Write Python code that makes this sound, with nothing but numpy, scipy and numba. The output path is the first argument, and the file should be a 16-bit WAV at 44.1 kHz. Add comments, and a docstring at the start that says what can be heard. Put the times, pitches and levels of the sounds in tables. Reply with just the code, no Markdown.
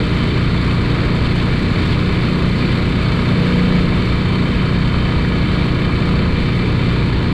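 """A small single-cylinder four-stroke drives a longtail boat at full speed, heard by a microphone at the bow.
Throughout, exhaust and hull hum on multiples of the firing rate, valves and piston clatter each cycle, the fan whines,
gas and spray hiss, headwind rumbles and a thin cover rings faintly, a little louder at the start and around 4.4 s.
Between 1.2 and 1.8 s the engine speeds up; from 3 to 6.4 s hum and wind flutter surge; near 5 s three big drops hit
the hull. The microphone holds the bass down and its housing muffles the top."""
import sys
import numpy as np
from scipy import signal
from scipy.fft import rfft, irfft, next_fast_len
from scipy.io import wavfile
from scipy.ndimage import uniform_filter1d
from numba import njit

SR = 44100
rng = np.random.default_rng(int(sys.argv[2]) if len(sys.argv) > 2 else 0)


def boost(x):
    """Linear amplitude factor 10**(x/20) for a level x in decibels (scalar or array-like)."""
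    u = np.asarray(x, float) / 20
    return 10 ** u


def output_pcm(signal):
    """Save a mono or channel-first signal as 16-bit PCM at the path in sys.argv[1].

    Samples are clipped to [-1, 1] before scaling.
    """
    pcm = np.clip(np.atleast_2d(signal).T, -1, 1) * 32767
    wavfile.write(sys.argv[1], SR, np.round(pcm).astype(np.int16))


N = 323253

# slow fades of the hiss: (time [s], spray level [dB], gas level [dB])
HISS = [(0, -28, -31.5), (.8, -27, -32.5), (3.4, -26.5, -31.5), (4.2, -28, -32.5), (7.33, -29, -35)]


def level(x, db):
    """Set the rms level."""
    return x * boost(db) / np.sqrt(np.mean(x ** 2))


def colour(x, points, size=4096):
    """Filter by (frequency [Hz], gain [dB]) points joined on a log axis; mirrored ends keep the edges free of steps."""
    hz, db = np.transpose(points)
    total = next_fast_len(N + 2 * size)
    log_hz = np.log(np.arange(1, total // 2 + 2) * SR / total)
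    gain = boost(np.interp(log_hz, np.log(hz), db))
    spectrum = rfft(np.pad(x, size, "reflect"), total)
    return irfft(spectrum * gain, total)[size:size + N]


def walk(rate_hz):
    """Random levels held 1 / rate s and slewed twice; spread near 1."""
    hold = int(SR / rate_hz)
    steps = np.repeat(rng.standard_normal(N // hold + 1), hold)
    return 1.1 * uniform_filter1d(uniform_filter1d(steps, hold), hold)[:N]


def curve(table):
    """Columns of a table, sample by sample."""
    s, *columns = np.transpose(table)
    return [np.interp(np.arange(N) / SR, s, c) for c in columns]


def swells(table):
    """Sum of smooth cosine-squared swells, dB."""
    t = np.arange(N) / SR
    return sum(db * np.cos(np.pi * np.clip((t - crest_s) / (2 * half_s), -.5, .5)) ** 2
               for crest_s, half_s, db in table)


def ring(x, modes, drift_db=0.67):
    """Sum of two-pole resonances of alternating sign; each swells slowly as the hull rides the chop."""
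    out = np.zeros(N)
    for k, (hz, width_hz, db) in enumerate(modes):
        gain = (-1) ** k * boost(db + drift_db * walk(2.46))
        out += gain * signal.lfilter(*signal.iirpeak(hz, hz / width_hz, SR), x)
    return out


def engine_cycle():
    """Cycles of two crank turns run so far, the integral of crank speed."""
    # crank speed: (time [s], speed [turns/min])
    speed = [(0, 3542), (1.2, 3545), (1.8, 3604), (5.4, 3603), (5.8, 3588), (6.6, 3587), (6.9, 3579),
             (7.33, 3589)]
    rpm, = curve(speed)
    return np.cumsum(rpm) / (120 * SR)


def hum(cycle, surge_db, waver_db=1.13, waver_rad=0.16, spread_rad=-.57, odd_rad=-0.64):
    """Clean firing-rate multiples; muffler and hull spread them in time, firing lags the crank, each wavers alone."""
    # exhaust and hull: (multiple of the firing rate, relative level [dB])
    harmonics = [(1, -19.5), (2, 0), (3, -3), (4, 2), (5, 0), (6, 2), (7, -13.5), (8, -5.5), (9, -12),
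                 (10, -6.5), (11, -17.5), (12, -9), (13, -14), (14, -15.5), (15, -18.5), (16, -13.5),
                 (17, -29.5), (18, -32.5), (19, -31.5), (20, -30)]
    # part of a surge taken by each region of the hum: (frequency [Hz], share)
    surge_share = [(120, -0.22), (180, 0.97), (240, 1.07), (340, -0.23), (480, 1.2)]
    hum_db = -23
    share_hz, share = np.transpose(surge_share)
    firing_hz = cycle[-1] * SR / N  # mean
    out = np.zeros(N)
    for k, db in harmonics:
        surge = surge_db * np.interp(k * firing_hz, share_hz, share)
        gain = boost(hum_db + db + surge + waver_db * walk(5) + 0.6 * walk(1.6))
        lag_rad = spread_rad * k ** 2 + odd_rad * (k % 2) + waver_rad * walk(6)
        out += np.sqrt(2) * gain * np.sin(2 * np.pi * k * cycle + lag_rad)
    return out


def fan(cycle, blades=24, fan_db=-43):
    """Blade tone of the flywheel cooling fan, two turns to a cycle."""
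    gain = np.sqrt(2) * boost(fan_db + 2.1 * walk(5.2))
    return gain * np.sin(2 * np.pi * 2 * blades * cycle + .5 * walk(10))


def rattle(cycle, scatter_db=2.0, jitter_ms=0.039, steady_db=-8):
    """Valve and piston blows: each a sharp, nearly punctual tick and a decaying noise burst, over steady noise."""
    # blows in a cycle: (place in the cycle [0-1], level [dB], decay [ms], tick level against the rattle [dB])
    blow_table = [(.02, -6, 3.8, 17.5), (.3, -13.5, 4, 13), (.6, -12.5, 2.1, 16.5), (.86, -11, 3.3, 19)]
    gate, ticks = boost(steady_db), np.zeros(N)
    cycle_s = (N / SR) / cycle[-1]  # mean
    chance = rng.standard_normal((int(cycle[-1]) + 2, len(blow_table), 2))
    for k, (place, db, decay_ms, tick_db) in enumerate(blow_table):
        since = cycle + 1 - place
        turn = since.astype(int)
        size = boost(db + scatter_db * chance[turn, k, 0])
        gate = gate + size * np.exp(-(since % 1) * cycle_s * 1000 / decay_ms)
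        start = np.flatnonzero(np.diff(turn)) + 1
        late = jitter_ms * SR / 1000 * chance[turn[start], k, 1]  # samples
        ticks[np.clip(start + late, 0, N - 1).astype(int)] = size[start] * boost(tick_db)
    return gate * rng.standard_normal(N) + ticks


def casing(blows, clatter_db=-28.5):
    """Engine casing and hull plates resonate under the blows."""
    # resonances: (frequency [Hz], width [Hz], relative gain [dB])
    plate_modes = [(622, 144, -7.5), (960, 122, -0.5), (1081, 79, 0.5), (1247, 75, -1), (1388, 96, -9.5),
                   (1680, 91, -3.5), (2020, 128, -3), (2255, 170, -1), (2373, 69, 1), (2568, 66, -6),
                   (3560, 130, -7), (3840, 160, -11), (4194, 240, -10.5), (4514, 120, -11)]
    return level(ring(blows, plate_modes), clatter_db)


def cover(blows, cover_db=-41.5):
    """Thin metal cover driven by the blows, ringing all along, a little louder in two slow swells."""
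    # resonances: (frequency [Hz], width [Hz], relative gain [dB])
    cover_modes = [(3021, 50, -3), (3050, 50, -1.5), (3129, 50, -2.5)]
    # louder spells: (crest time [s], half length [s], rise [dB])
    cover_swells = [(.1, .4, 1), (4.4, 2.4, 2.5)]
    return boost(swells(cover_swells)) * level(ring(blows, cover_modes, drift_db=0.8), cover_db)


def gas(cycle, scatter_db=3.0, steady_db=-5):
    """Hiss of exhaust and intake: a long puff and a short gulp each cycle over a steady flow."""
    # gas flow in a cycle: (place in the cycle [0-1], level [dB], decay [cycles])
    puffs = [(0, -2, 0.28), (.58, -5.5, .08)]
    _, gas_db = curve(HISS)
    chance = boost(scatter_db * rng.standard_normal((int(cycle[-1]) + 2, len(puffs))))
    flow = boost(steady_db)
    for k, (place, db, decay) in enumerate(puffs):
        since = cycle + 1 - place
        flow = flow + boost(db) * chance[since.astype(int), k] * np.exp(-(since % 1) / decay)
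    flow = uniform_filter1d(flow, size=60)
    hiss = colour(flow * rng.standard_normal(N), [(2500, -31), (5500, -0.5), (16000, 1.0)])
    return boost(gas_db) * level(hiss, 0)


def wind(surge_db, buffet_db=0.75, flutter_db=-16, flutter_share=0.35):
    """Turbulence on the microphone port: a deep gusty rumble and a lighter flutter that takes a share of the surges."""
    # headwind: (time [s], rumble gain [dB])
    gusts = [(0, -19.5), (.7, -16.5), (1.4, -15), (1.8, -17.5), (2.1, -16.5), (2.4, -20), (3.4, -17),
             (4.0, -12), (4.3, -15.5), (4.9, -13.5), (5.4, -18), (6.5, -13.5), (7.33, -18.5)]
    # turbulence spectrum: (frequency [Hz], gain [dB])
    wind_colour = [(5, -24), (20, -1), (53, 0), (168, -3), (221, -6.5), (300, -13.5), (430, -16),
                   (500, -18), (800, -30), (1200, -52)]
    gust_db, = curve(gusts)
    air = level(colour(rng.standard_normal(N) * boost(buffet_db * walk(18)), wind_colour), 0)
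    rumble = signal.lfilter(*signal.butter(2, 120, fs=SR), air)
    return boost(gust_db) * rumble + boost(flutter_db + flutter_share * surge_db) * (air - rumble)


def spray(surge_db=1.0, grain_db=2.0, split_hz=1600):
    """Bow water breaking: dense droplets of uneven size; the deep wash and the fine spray surge apart."""
    # spectrum: (frequency [Hz], relative density [dB per Hz])
    spray_colour = [(300, -11), (600, 1.5), (830, -12), (1200, 4.5), (2300, -1.5), (2900, -6), (4400, -7.5),
                    (7000, -14.5), (15000, -14)]
    spray_db, _ = curve(HISS)
    wash, fine = (colour(rng.standard_normal(N) * boost(grain_db * walk(300) + surge_db * walk(14)), spray_colour)
                  for _ in range(2))
    split = signal.butter(2, split_hz, fs=SR)
    water = signal.filtfilt(*split, wash - fine) + fine  # wash below the split, fine above
    return boost(spray_db) * level(water, 0)


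def drops(spread_db=5, decay_ms=1.4, small_per_s=14, small_db=-27.5):
    """Drops striking the hull: short damped plinks of rising pitch, the loudest by the table, smaller ones at random."""
    # big drops: (time [s], initial amplitude [dB], starting frequency [Hz])
    big = [(4.9442, -9, 1150), (5.1194, -16, 1270), (5.2495, -11.5, 1690)]
    out, t = np.zeros(N + SR // 20), np.arange(SR // 20) / SR
    chance = rng.random((200, 3))
    times = np.cumsum(-np.log(1 - chance[:, 0])) / small_per_s
    small = [(s, small_db + spread_db * c[1], 900 * 3 ** c[2]) for s, c in zip(times, chance) if s < N / SR]
    for s, db, hz in list(big) + small:
        i = int(s * SR)
        plink = np.exp(-t * 1000 / decay_ms) * np.sin(2 * np.pi * hz * t * (1 + 20 * t))
        out[i:i + len(t)] += boost(db) * plink
    return out[:N]


def scene():
    """Engine, water and wind at one microphone."""
    # surges of hum and flutter: (crest time [s], half length [s], rise [dB])
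    surges = [(3.61, 0.56, 6.5), (4.408, 0.15, 3), (5.1, 0.18, 0), (5.504, 0.34, 1), (6.146, 0.24, 4.5)]
    cycle, surge_db = engine_cycle(), swells(surges)
    blows = rattle(cycle)
    engine = hum(cycle, surge_db) + fan(cycle) + casing(blows) + cover(blows) + gas(cycle)
    return (engine + wind(surge_db) + spray() + drops())[None]


@njit
def squeeze(x, top, power, attack, release):
    """Gain control: turns down whatever rises over the top, following the mean magnitude."""
    y, e = np.empty(len(x)), np.mean(np.abs(x))
    for i in range(len(x)):
        e += (abs(x[i]) - e) * (attack if abs(x[i]) > e else release)
        y[i] = x[i] * min(1., top / e) ** power
    return y


def top_cut(x):
    """Nothing passes above the cut-off."""
    return signal.sosfilt(signal.butter(12, 15140, fs=SR, output="sos"), x)


def record(dry):
    """The housing muffles the top; gain control acts on the bass alone; the first and last 3 ms fade."""
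    # microphone behind its housing: (frequency [Hz], gain [dB])
    housing = [(20, -4.5), (4550, 0), (4700, -3.5), (5500, -16), (6600, -18), (7000, -15), (8100, -14.5),
               (8500, -20.5), (10000, -21.5), (10900, -34), (12400, -28), (15000, -39.5)]
    attack_s, release_s, fade_s = 0.0096, 0.031, .003
    x = colour(dry[0], housing)
    bass = colour(x, [(20, 0), (400, 0), (800, -40), (20000, -120)])
    held = squeeze(bass, boost(-18.5), 0.53, 1 / (attack_s * SR), 1 / (release_s * SR))
    to_edge = np.minimum(np.arange(N), np.arange(N)[::-1])  # samples
    fade = np.sin(np.pi / 2 * np.clip(to_edge / (fade_s * SR), 0, 1)) ** 2
    mix = fade * (x - bass + boost(2.5) * held)
    return top_cut(mix[None])


dry = scene()
out = record(dry)
output_pcm(out)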